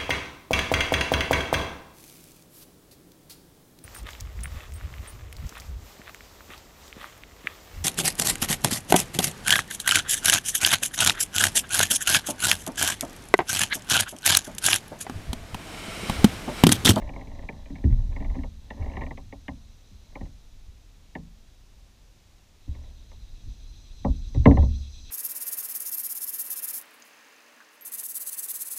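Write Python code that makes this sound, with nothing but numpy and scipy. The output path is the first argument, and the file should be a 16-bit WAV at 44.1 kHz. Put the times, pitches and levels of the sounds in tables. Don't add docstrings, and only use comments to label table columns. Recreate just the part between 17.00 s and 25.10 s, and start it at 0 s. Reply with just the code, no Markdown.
import sys
import numpy as np
from scipy import signal
from scipy.fft import rfft, irfft, next_fast_len
from scipy.io import wavfile
from scipy.ndimage import uniform_filter1d, minimum_filter1d

SR = 44100
rng = np.random.default_rng(int(sys.argv[2]) if len(sys.argv) > 2 else 0)


def wav_out(sig):
    wavfile.write(sys.argv[1], SR, np.round(np.clip(np.atleast_2d(sig).T, -1, 1) * 32767).astype(np.int16))


N = 357287
TIME = np.arange(N) / SR
HZ = np.fft.rfftfreq(N, 1 / SR)

# (low edge [Hz], high edge [Hz], share of scattered waves [0-1], build-up [s], their t60 [s], gain [dB])
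REGISTERS = [(18, 65, 0.1, .004, .15, 3), (60, 130, 0.48, 0.0026, 0.12, 3),
             (132, 300, 0.48, 0.0019, 0.21, -0.5), (350, 1215, 0.8, 0.00052, 0.1, -9),
             (1665, 4150, 0.81, 0.00083, 0.028, -5)]
# (start [s], length [s], level [dB], swell [dB/s], slip rate [1/s])
CREAKS = [(0.017, 0.18, -49.5, -19, 16.9), (0.272, 0.18, -52.5, -9, 26.7), (0.525, 0.49, -55.5, -5.5, 7.7),
          (1.125, 0.29, -53.5, 4, 22.8), (1.731, 0.08, -57.5, 28, 12), (1.823, 0.22, -51, 17, 54),
          (3.121, 0.14, -62.5, 20, 22), (5.749, 0.16, -62.5, -3, 12.5), (7.52, 0.13, -46, -68.5, 19)]


def amp(db):
    return 10 ** (np.asarray(db) / 20)


def unit_rms(x):
    return x / np.sqrt(np.mean(x ** 2) + 1e-20)


def add(mix, start_s, sound):
    part = mix[max(round(start_s * SR), 0):][:len(sound)]
    part += sound[:len(part)]


def noise(gain):
    size = next_fast_len(N)
    gain = np.interp(np.fft.rfftfreq(size, 1 / SR), HZ, gain)
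    return unit_rms(irfft(rfft(rng.standard_normal(size)) * gain, size)[:N])


def spectrum(points):
    hz, db = np.transpose(points)
    return amp(np.interp(np.log(HZ + 1), np.log(hz), db))


def resonances(peaks):
    return np.sqrt(sum((amp(db) / (1 + (2 * (HZ - hz) / width) ** 2)) ** 2 for hz, width, db in peaks))


def swell(start, end, rise_s, fall_s):
    return np.exp(-np.maximum(start - TIME, 0) / rise_s - np.maximum(TIME - end, 0) / fall_s)


def hull_rumble(rocking_gain_db=2.5):
    # (time [s], level [dB])
    rocking_levels = [(0.0, -41), (0.81, -43.5), (1.06, -31), (1.37, -34), (1.53, -45), (1.76, -46),
                      (1.94, -36.5), (2.75, -53), (3.09, -51), (5.23, -56.5), (5.68, -57.5), (5.82, -47),
                      (6.99, -45.5), (7.45, -33), (7.53, -33), (7.6, -30), (7.81, -45), (8.1, -43)]
    # (time of the peak [s], level [dB])
    low_swells = [(0.049, -29.5), (0.45, -32.5), (0.87, -40), (1.3, -26.5), (1.82, -25), (2.0, -43),
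                  (3.23, -31), (3.7, -43), (5.7, -35), (6.48, -30), (6.67, -40), (7.1, -19.5), (7.5, -15.5),
                  (7.72, -23)]
    # (frequency [Hz], level [dB])
    colour = [(10, -54), (18, 0), (35, 0.5), (70, -8), (105, -13.5), (135, -26), (190, -30), (270, -29),
              (380, -45), (650, -73), (1100, -110)]
    rocking = amp(np.interp(TIME, *np.transpose(rocking_levels)) + rocking_gain_db)
    swell_power = sum((amp(db) * swell(s, s, rise_s=0.03, fall_s=0.048)) ** 2 for s, db in low_swells)
    return noise(spectrum(colour)) * np.sqrt(rocking ** 2 + swell_power)


def shore_hiss(level_db=-60.5):
    # (frequency [Hz], level [dB])
    colour = [(100, 6), (250, -2.5), (450, -6.5), (800, -9), (1400, -13.5), (2700, -12.5), (6500, -13.5),
              (8500, -21), (13000, -25), (15300, -25)]
    return noise(spectrum(colour)) * amp(level_db)


def cicadas(throb_hz=8.5, speedup_hz_per_s=0.45, pause_at_s=7.793, throb_from_db=-71, deepening=0.87):
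    # (time [s], song level [dB], whine level [dB])
    scene_levels = [(0, -68, -72.5), (3.2, -72, -71), (3.6, -74.5, -79), (5.6, -78.5, -90.5),
                    (5.649, -66.5, -73.5), (6.4, -65.5, -67), (8.1, -55.5, -56.5)]
    # (centre [Hz], width [Hz], level [dB])
    song_peaks = [(2600, 320, -2), (3347, 240, 1.5), (3843, 540, 4.5)]
    whine_peaks = [(4107, 95, 4.5), (4860, 600, -8), (5370, 810, -14), (6035, 110, 2), (5850, 690, -7),
                   (6440, 130, -3), (7670, 280, -12), (9700, 740, -23.5)]
    times, *levels = np.transpose(scene_levels)
    song_db, whine_db = (np.interp(TIME, times, level) for level in levels)
    t = TIME - pause_at_s
    throbs = throb_hz * t + speedup_hz_per_s * t ** 2 / 2
    pause = np.cos(np.pi * throbs) ** 6
    depth_db = deepening * np.maximum(song_db - throb_from_db, 0)
    song = noise(resonances(song_peaks)) * amp(song_db - depth_db * pause)
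    whine = noise(resonances(whine_peaks))
    flutter_db = noise(1 / (1 + (HZ / 13) ** 4))
    return song + whine * amp(whine_db + flutter_db)


def shell_ring(low_hz, high_hz):
    # (frequency [Hz], level [dB], t60 [s])
    hull_modes = [(33.2, -8, 0.74), (48, -3, 0.27), (63.47, -4, 0.15), (68.9, 7.5, 0.63), (77.1, 10, 0.3),
                  (97.5, 1.5, 0.25), (110.4, 0.5, 0.43), (143, -7, 0.32), (168.7, -9.5, 0.44),
                  (203.4, -2, 0.13), (222.2, -12.5, 0.81), (254.3, -2, 0.15), (273.6, -1, 0.17),
                  (293, -4, 0.041), (405, -2, 0.053), (458, -5, 0.19), (562, -1, 0.11), (623, 10, 0.023),
                  (674, -4, 0.14), (773, 10, 0.032), (887, 10.5, 0.026), (1002, 1.5, 0.051),
                  (1105, -15, 0.08), (1333, -9, .06), (1768, -3, 0.053), (1883, 3.5, 0.029),
                  (2038, 6, 0.013), (2100, -17, 0.02), (2715, -8.5, 0.03), (3520, -15, 0.012),
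                  (4340, -2.5, 0.0084)]
    modes = [mode for mode in hull_modes if low_hz <= mode[0] < high_hz]
    t = np.arange(int(SR * max(t60 for _, _, t60 in modes))) / SR
    ring = sum(amp(db - 60 * t / t60) * np.sin(2 * np.pi * hz * t) for hz, db, t60 in modes)
    order = 4 if low_hz > 250 else 1
    return signal.sosfilt(signal.butter(order, [low_hz, high_hz], "band", fs=SR, output="sos"), ring)


def seat_scrape(rings, grains_per_s=450, seat_hz=610, seat_t60=0.071):
    pressure = np.zeros(N)
    for start, length, db, db_per_s, _ in CREAKS:
        level = amp(db + db_per_s * np.clip(TIME - start, 0, length))
        pressure += level * swell(start, start + length, rise_s=0.056, fall_s=0.028)
    grains = rng.choice([-1, 1], N) * (rng.random(N) < grains_per_s / SR)
    t = TIME[:SR // 5]
    seat = np.sin(2 * np.pi * seat_hz * t) * amp(-60 * t / seat_t60)
    boom, thud, clack, click = rings[1:]
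    blend = [(boom, 4), (thud, -1), (clack, -5), (click, -15), (seat, -9)]  # (ring, level [dB])
    return pressure * sum(amp(db) * unit_rms(signal.oaconvolve(grains, ring)[:N]) for ring, db in blend)


def small_slips(over_db=5.5, hard_db=-1.5, click_hz=2100, jitter=0.029, spread_db=2.5, detune=0.061):
    rows = []
    for start, length, db, db_per_s, per_s in CREAKS:
        s = start
        for late, loud, high in rng.standard_normal(size=(40, 3)):
            if s < start + length:
                clack_db = db + over_db + db_per_s * (s - start) + spread_db * loud
                rows.append((s, clack_db, hard_db, click_hz * np.exp(detune * high)))
            s += np.exp(jitter * late) / per_s
    return rows


def favour(ring, hz, q):
    return signal.lfilter(*signal.iirpeak(hz, q, fs=SR), ring)


def strike(ring, register, db):
    _, _, share, rise_s, t60, gain_db = register
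    t = np.arange(SR // 5) / SR
    drive = rng.standard_normal(len(t)) * (1 - np.exp(-t / rise_s)) * amp(-60 * t / t60)
    drive *= share / np.linalg.norm(drive)
    drive[0] += 1 - share
    sound = signal.fftconvolve(drive, ring)
    loudest_rms = np.sqrt(uniform_filter1d(sound ** 2, size=880).max())
    return amp(db + gain_db) * sound / loudest_rms


def seat_slips(rings, damping_db_per_s=260, scatter_t60=0.077, spot_t60=0.013):
    # (time [s], clack level [dB], click over clack [dB], click pitch [Hz])
    loud_slips = [(0.0907, -36.5, -4, 2430), (0.16, -36.5, -4, 2160), (0.2112, -42, -0.5, 2130),
                  (0.4329, -49, -7, 1900), (0.4881, -34, 5, 2360), (0.7552, -48, 5.5, 2240),
                  (1.1615, -40, 3, 2140), (1.2225, -40.5, -3.5, 1960), (1.2456, -42, -0.5, 2280),
                  (1.3505, -40.5, -6, 2200), (1.4345, -40, -1.5, 1940), (1.704, -36.5, 3, 1904),
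                  (1.8575, -41, -11, 1810), (1.9675, -32.5, -0.5, 1980), (2.0166, -34.5, 0, 1973),
                  (2.0354, -50.5, 12, 1930), (2.0646, -40.5, 0, 2270), (2.1075, -36, 0, 2050),
                  (2.174, -41, -1, 2200), (2.324, -38.5, -2, 2230), (3.154, -37.5, .5, 2250),
                  (5.7462, -54.5, -1, 2260), (6.114, -52, -3, 1840)]
    thud, clack, click = rings[2:]
    thud_register, clack_register, click_register = REGISTERS[2:]
    clack = favour(clack * amp(-damping_db_per_s * TIME[:len(clack)]), hz=674, q=0.77)
    clack_register = (*clack_register[:4], scatter_t60, clack_register[5])
    t = TIME[:len(click)]
    out = np.zeros(N)
    for s, clack_db, hard_db, click_hz in list(loud_slips) + small_slips():
        spot = np.sin(2 * np.pi * click_hz * t) * amp(-60 * t / spot_t60)
        snap = unit_rms(click) * amp(-1) + unit_rms(favour(spot, click_hz, q=3.2))
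        add(out, s, strike(snap, click_register, clack_db + hard_db - 2))
        add(out, s, strike(clack, clack_register, clack_db + 4.5))
        add(out, s, strike(thud, thud_register, clack_db - 4))
    return out


def gear_knocks(rings, fall_db_per_octave=10, damping=110):
    # (time [s], push level [dB],
    # push pitch [Hz], clack level [dB], click over clack [dB], clack centre [Hz])
    blows = [(0.701, -29, 300, -48.5, -6.5, 417), (0.839, -13, 118, -37.5, -6, 360),
             (0.903, -13, 40, -51, -7, 382), (1.202, -34, 230, -37, -11, 346),
             (1.363, -28, 158.5, -43, -17, 425), (1.797, -34, 70, -44.5, -41, 554),
             (2.481, -32, 183, -31, -2.5, 744), (2.909, -48, 150, -82, -28, 351),
             (3.209, -33, 163.3, -36, -13, 445), (4.152, -31.5, 238, -30.5, -3, 610),
             (5.675, -30.5, 93, -60, -16, 350), (7.046, -18, 160, -18, -24, 573),
             (7.345, -25.5, 100, -32.5, -18, 408), (7.364, -15.5, 72, -60, -1, 432),
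             (7.456, -5.5, 250, -5, -13, 480), (7.464, -2, 154.6, -17, -20, 566),
             (7.51, -17, 240, -18, -18, 429), (7.57, -16, 78, -19, -18, 525),
             (7.626, -19.5, 110, -30, -32, 354)]
    heave, boom, thud, clack, click = rings
    centres_hz = np.array([np.sqrt(low_hz * high_hz) for low_hz, high_hz, *_ in REGISTERS[:3]])
    click = favour(click, hz=1990, q=0.59)
    out = np.zeros(N)
    for s, push_db, push_hz, clack_db, hard_db, clack_hz in blows:
        heave_db, boom_db, thud_db = push_db - fall_db_per_octave * abs(np.log2(centres_hz / push_hz))
        pressed = thud * amp(-damping * np.sqrt(amp(thud_db)) * TIME[:len(thud)])
        struck = heave, boom, pressed, favour(clack, clack_hz, q=1.0), click
        levels_db = heave_db, boom_db, thud_db, clack_db, clack_db + hard_db
        for ring, register, db in zip(struck, REGISTERS, levels_db):
            add(out, s, strike(ring, register, db))
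    return out


def bending_waves(x, trip_at_1khz_s=0.003706, on_time_hz=1900):
    size = next_fast_len(N + SR)
    hz = np.fft.rfftfreq(size, 1 / SR)
    turns = trip_at_1khz_s * np.sqrt(1000) * (2 * np.sqrt(hz) - hz / np.sqrt(on_time_hz))
    return irfft(rfft(x, size) * np.exp(-2j * np.pi * turns), size)[:N]


def scene():
    rings = [shell_ring(low_hz, high_hz) for low_hz, high_hz, *_ in REGISTERS]
    background = hull_rumble() + shore_hiss() + cicadas()
    handling = gear_knocks(rings) + seat_scrape(rings) + seat_slips(rings)
    return (background + bending_waves(handling))[None]


def record(dry, ceiling=0.93, edge_hz=15300):
    needed_gain = np.minimum(1, ceiling / (abs(dry) + 1e-9))
    held_gain = minimum_filter1d(needed_gain, size=801)
    smooth_gain = uniform_filter1d(uniform_filter1d(held_gain, size=401), size=401)
    low_pass = signal.firwin(511, edge_hz, window=("kaiser", 9), fs=SR)
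    return signal.oaconvolve(dry * smooth_gain, low_pass[None], "same")


dry = scene()
out = record(dry)
wav_out(out)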